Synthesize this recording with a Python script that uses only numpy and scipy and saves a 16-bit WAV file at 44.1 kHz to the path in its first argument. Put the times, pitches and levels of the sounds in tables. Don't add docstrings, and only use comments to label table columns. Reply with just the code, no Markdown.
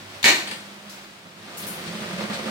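import sys
import numpy as np
from scipy import signal
from scipy.fft import rfft, irfft
from scipy.io import wavfile
from scipy.ndimage import uniform_filter1d

SR = 44100
rng = np.random.default_rng(int(sys.argv[2]) if len(sys.argv) > 2 else 0)


def transcribe(signal):
    frames = np.atleast_2d(signal).T
    limited = np.clip(frames, -1, 1)
    pcm = np.round(limited * 32767).astype(np.int16)
    wavfile.write(sys.argv[1], SR, pcm)


N = 110250
TIME = np.arange(N) / SR

# start_s, level_db
LATCH = [(.2294, -19.5)]
# frequency_hz, density_db
LATCH_COLOUR = [(200, -14), (1500, -12), (2400, -4), (4100, 4), (5200, -12), (6500, -4), (9000, -21),
                (16000, -16)]
# start_s, level_db
BLOWS = [(.2418, -12), (.2485, -14), (.2555, -10), (.2645, -10.5), (.278, -11), (.287, -13.5),
         (.3015, -14.5)]
# frequency_hz, density_db
BLOW_COLOUR = [(30, -50), (80, -42), (160, -14.5), (330, -14.5), (450, -14.5), (900, -12), (1650, -10.5),
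               (1830, 1), (2090, -4), (2300, 0.5), (2700, -5), (3300, -9), (3750, -4.5), (4400, -6),
               (5000, -12), (7400, -12), (9800, -26.5), (14500, -24.5), (16000, -31)]
# pitch_hz, relative_db, t60_s
STEEL_MODES = [(952, -14.5, 0.42), (1537, -14, 0.56), (1806, -10, 0.19), (1816, -4, .24), (1913, -2, 0.26),
               (1954, -12, 0.25), (2217, -6, .18), (2262, 1, 0.15), (2340, -4, 0.21), (2383, -2.5, 0.23),
               (2803, -13, 0.26), (2855, -12, 0.52), (2947, -9, 0.29), (3720, -9, 0.33), (4180, -6, 0.22),
               (4330, -10, 0.22), (4360, -8.5, 0.46), (6160, -11, .3), (6970, -21, .28)]
# start_s, level_db
SHUDDER = [(.2555, -22), (.266, -28.5), (.287, -25.5)]
# frequency_hz, density_db
SHUDDER_COLOUR = [(60, -47), (150, -8), (260, -7), (340, 6), (450, -13), (650, -2.5), (1000, -12),
                  (2000, -13), (16000, -60)]
# start_s, level_db
RATTLES = [(.473, -31.5), (.512, -30.5)]
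# frequency_hz, density_db
RATTLE_COLOUR = [(100, -21), (300, -5.5), (1300, -6), (1850, 1), (3500, 0), (4600, -3.5), (6000, -15),
                 (8600, -7), (10500, -19), (16000, -24)]
# pitch_hz, relative_db, t60_s
RATTLE_MODES = [(1825, -8, .25), (2370, -14, 0.21), (4520, -4, 0.15), (4800, -12, .35)]

# start_s, boom_db, boom_hz, clatter_db
KNOCKS = [(.52, -34.5, 202, -39.5), (1.256, -40, 183, -44), (1.291, -43.5, 183, -52),
          (1.325, -40.5, 186, -62), (1.364, -46, 183, -48), (1.484, -43, 200, -43), (1.56, -46, 192, -55),
          (1.637, -39, 193, -48), (1.6987, -32, 202, -43), (1.778, -35, 181, -37), (1.871, -40, 151, -40),
          (1.897, -34, 180, -51), (1.949, -32, 181, -38.5), (2.02, -28, 201, -33), (2.038, -36, 203, -34.5),
          (2.1083, -32, 199, -33), (2.134, -26.5, 189, -37), (2.183, -23, 192, -32.5),
          (2.207, -29, 201, -30), (2.237, -31, 207, -29.5), (2.299, -25.5, 213.4, -28),
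          (2.314, -31, 217, -45), (2.34, -41, 217, -46), (2.391, -25, 210, -31), (2.459, -26, 215, -30),
          (2.483, -25, 215, -31.5)]
# frequency_hz, density_db
CLATTER_COLOUR = [(40, -36), (90, -31), (150, -7), (220, 9), (280, -7), (350, -3), (430, -3.5), (540, 7),
                  (800, -3.5), (1300, -1), (2200, -5.5), (4300, -18), (8000, -32), (16000, -45)]
# time_s, level_db
SLIDE_LEVEL = [(0, -55), (1.3, -58), (1.42, -45.5), (1.52, -41), (1.64, -38), (1.87, -35.5), (2.05, -34.5),
               (2.16, -35.5), (2.22, -33.5), (2.28, -36.5), (2.35, -33.5), (2.43, -34.5), (2.5, -33.5)]
# frequency_hz, density_db
SLIDE_COLOUR = [(25, -39), (50, -13), (75, -18), (115, -4), (172, -5.5), (215, -1), (280, -8.5),
                (360, -4.5), (430, -7.5), (700, -7.5), (1200, -9), (2000, -8), (3200, -10), (4400, -12.5),
                (6200, -18.5), (7900, -22.5), (8600, -18), (9600, -28), (16000, -31)]
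# pitch_hz, relative_db
CURTAIN_MODES = [(172, -10), (214, -12), (345, -16), (368, -15.5), (438, -19), (521, -17), (590, -22),
                 (688, -19.5), (1203, -20.5)]
# peak_s, level_db, width_s
SCRAPES = [(1.64, -37.5, 0.014), (1.881, -39, 0.019), (2.215, -41, 0.016), (2.348, -33, 0.017)]
# frequency_hz, density_db
SCRAPE_COLOUR = [(300, -16), (1000, -4), (2200, 1), (4200, 3), (6200, -7), (8600, -8), (10000, -22),
                 (16000, -26)]

# start_s, level_db
TICKS = [(.5125, -44), (.8962, -38)]
# frequency_hz, density_db
TICK_COLOUR = [(300, -30), (2500, -1), (4000, 2), (5500, 5), (9000, -4.5), (16000, -7)]
# start_s, level_db, relative_ring_db
CHINKS = [(1.572, -37, -24), (1.579, -32.5, -20), (1.668, -34, -5), (1.677, -35.5, -4), (1.692, -41, -3)]
# frequency_hz, density_db
CHINK_COLOUR = [(1000, -27), (5000, -2.5), (8500, 0.5), (12000, 4), (16000, 0)]
# pitch_hz, relative_db, t60_s
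CHINK_MODES = [(10450, -2, .4), (10680, 0, 0.45), (10900, -8, .45), (11200, -6, .45), (11230, -8, .42)]
# time_s, fundamental_db, octave_db
HUM_LEVEL = [(0, -54, -68.5), (.25, -56, -62), (.42, -61, -49), (.7, -66, -50), (1, -79, -51.5),
             (1.4, -62.5, -59), (2.5, -70, -52)]
# time_s, level_db
STREET_LEVEL = [(0, -41), (.07, -42.5), (.15, -39.5), (.22, -41.5), (.62, -41.5), (.83, -44), (1, -42),
                (1.15, -46), (1.35, -47), (2.5, -43.5)]
# frequency_hz, density_db
STREET_COLOUR = [(25, -31), (50, -5), (75, -22), (105, -3), (180, 2), (270, -2), (350, 2), (450, -4),
                 (620, 2), (800, -1.5), (1100, -1), (2000, -1.5), (3000, -3), (4500, -6), (6200, -11.5),
                 (8700, -14.5), (10000, -20.5), (16000, -21.5)]

# frequency_hz, t60_s
ROOM_DECAY = [(500, 0.64), (2200, 0.46), (12000, 0.47)]
# frequency_hz, correlation
MIC_LIKENESS = [(60, 0.91), (200, 0.94), (400, 0.92), (800, 0.44), (2000, 0.23), (6000, 0.1), (16000, 0.2)]
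# frequency_hz, left_minus_right_db
MIC_BALANCE = [(60, -3), (300, -3.5), (800, -3), (1300, -3.5), (2400, 0.5), (4400, 3.5), (6500, -0.5),
               (9000, 8.5), (12000, 2), (16000, -1)]
LEFT_LAG_S = .00018


def drive_clack(steel_db=-10, pan_db=0.4):
    tap = hits(LATCH, LATCH_COLOUR, t60_s=0.041, room_db=-9, grain_db=-1.5)
    blows = hits(BLOWS, BLOW_COLOUR, t60_s=0.079, room_db=-9.5, grain_db=1)
    steel = amp(steel_db) * ring(BLOWS, STEEL_MODES)
    shudder = hits(SHUDDER, SHUDDER_COLOUR, t60_s=0.13, room_db=-8.5, grain_db=3.5)
    rattles = hits(RATTLES, RATTLE_COLOUR, t60_s=0.16, room_db=-4.5, grain_db=1.5)
    rattles += ring(RATTLES, RATTLE_MODES)
    return (tap + blows + steel + shudder + rattles) * amp([[pan_db / 2], [-pan_db / 2]])


def slat_knocks(rise_s=0.0036, boom_t60_s=.11, boom_gain_db=3):
    booms, t = np.zeros((2, N)), TIME[:SR // 2]
    for start_s, boom_db, hz, _ in KNOCKS:
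        envelope = (1 - np.exp(-t / rise_s)) * amp(boom_gain_db + boom_db - 60 * t / boom_t60_s)
        boom = envelope * np.sin(2 * np.pi * hz * t)
        add(booms, start_s, np.array([boom, boom]))
    clatters = [(s, db) for s, _, _, db in KNOCKS]
    return booms + hits(clatters, CLATTER_COLOUR, t60_s=0.15, room_db=-8.5, grain_db=3)


def guide_friction(mode_width_hz=9):
    drone = 0
    for hz, db in CURTAIN_MODES:
        angle = 2 * np.pi * hz * TIME
        drone += amp(db) * (wander(mode_width_hz) * np.sin(angle) + wander(mode_width_hz) * np.cos(angle))
    sliding = (noise(SLIDE_COLOUR, grain_db=1.5) + drone) * level(SLIDE_LEVEL)
    catches = sum(amp(db) * np.exp(-((TIME - s) / width_s) ** 2 / 2) for s, db, width_s in SCRAPES)
    return sliding + catches * noise(SCRAPE_COLOUR, grain_db=1.5)


def loose_metal():
    ticks = hits(TICKS, TICK_COLOUR, t60_s=0.049, room_db=-3.5, grain_db=2)
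    chinks = hits([(s, db) for s, db, _ in CHINKS], CHINK_COLOUR, t60_s=0.071, room_db=-3, grain_db=-3)
    ringing = ring([(s, db + ring_db) for s, db, ring_db in CHINKS], CHINK_MODES)
    return ticks + chinks + ringing


def motor(hum_hz=100.5, waver_rad=0.38, waver_db=3.5):
    angle = 2 * np.pi * hum_hz * TIME + waver_rad * wander(rate_hz=7.9)
    hum = level(HUM_LEVEL, column=1) * np.sin(angle) + level(HUM_LEVEL, column=2) * np.sin(2 * angle)
    return np.sqrt(2) * hum * unit(amp(waver_db * wander(rate_hz=30)))


def street():
    return noise(STREET_COLOUR) * level(STREET_LEVEL) * grain(depth_db=0.38, samples=600)


def hits(events, colour, t60_s, room_db, grain_db, room_build_s=0.0082):
    power = strikes(events) ** 2
    out = noise(colour, grain_db) * decay(power, t60_s)
    pole = np.exp(-1 / (room_build_s * SR))
    room_power = signal.lfilter([1 - pole], [1, -pole], power)
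    wash, hz = rfft(noise(colour)), np.fft.rfftfreq(N, 1 / SR)
    centres_hz, room_t60s = np.transpose(ROOM_DECAY)
    for share, room_t60_s in zip(np.eye(len(room_t60s)), room_t60s):
        band = irfft(wash * np.interp(hz, centres_hz, share), N)
        out += amp(room_db) * band * decay(room_power, room_t60_s)
    return out


def ring(events, modes, wander_rad=.5):
    first = round(events[0][0] * SR)
    power = strikes(events)[first - 1:first + SR * 2 // 3] ** 2
    t, out = TIME[:len(power)], np.zeros((2, N))
    for hz, db, t60_s in modes:
        phase = 2 * np.pi * hz * t + wander_rad * wander(rate_hz=71.4)[:len(t)]
        lag_rad = 2 * np.pi * hz * LEFT_LAG_S / 4 + rng.uniform(0, 1)
        add(out, (first - 1) / SR, amp(db) * decay(power, t60_s) * np.sin([phase - lag_rad, phase]))
    return out


def noise(colour, grain_db=0):
    hz = np.fft.rfftfreq(N, 1 / SR)
    common, separate = rfft(rng.standard_normal((2, N)) * grain(grain_db))
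    likeness = np.clip(curve(MIC_LIKENESS, hz), 0, 1)
    left = common * np.exp(-2j * np.pi * hz * LEFT_LAG_S)
    right = likeness * common + np.sqrt(1 - likeness ** 2) * separate
    return unit(irfft(np.array([left, right]) * amp(curve(colour, hz)), N))


def grain(depth_db, samples=40):
    return unit(amp(depth_db * unit(uniform_filter1d(rng.standard_normal(N), samples))))


def wander(rate_hz):
    points = rng.standard_normal(2000)
    return unit(np.interp(TIME * rate_hz, np.arange(len(points)), points))


def strikes(events):
    out = np.zeros(N)
    for start_s, db in events:
        out[int(np.clip(round(start_s * SR), 0, N - 1))] += amp(db)
    return out


def decay(power, t60_s):
    return np.sqrt(signal.lfilter([1], [1, -np.exp(-np.log(1e6) / (t60_s * SR))], power))


def curve(points, hz):
    points_hz, values = np.transpose(points)
    return np.interp(np.log(hz + 1), np.log(points_hz + 1), values)


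def level(points, column=1):
    columns = np.transpose(points)
    return amp(np.interp(TIME, columns[0], columns[column]))


def add(mix, start_s, sound):
    part = mix[:, max(round(start_s * SR), 0):][:, :sound.shape[1]]
    part += sound[:, :part.shape[1]]


def amp(db):
    return 10 ** (np.asarray(db) / 20)


def unit(x):
    return x / np.sqrt(np.mean(x ** 2) + 1e-20)


def scene():
    return drive_clack() + loose_metal() + guide_friction() + slat_knocks() + motor() + street()


def record(dry, limit_db=-10.5, limit_span_s=0.0039, ceiling=1.4, low_cut_hz=47, high_cut_hz=15980):
    tilt_db = curve(MIC_BALANCE, np.fft.rfftfreq(N, 1 / SR)) / 2
    heard = irfft(rfft(dry) * amp([tilt_db, -tilt_db]), N)
    loudness = np.sqrt(abs(uniform_filter1d((heard ** 2).mean(0), round(limit_span_s * SR))))
    limited = heard / np.maximum(loudness / amp(limit_db), 1)
    rounded = ceiling * np.tanh(limited / ceiling)
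    low_cut = signal.butter(3, low_cut_hz, "high", fs=SR, output="sos")
    high_cut = signal.firwin(511, high_cut_hz, window=("kaiser", 9), fs=SR)
    return signal.oaconvolve(signal.sosfilt(low_cut, rounded), high_cut[None], "same")


dry = scene()
out = record(dry)
transcribe(out)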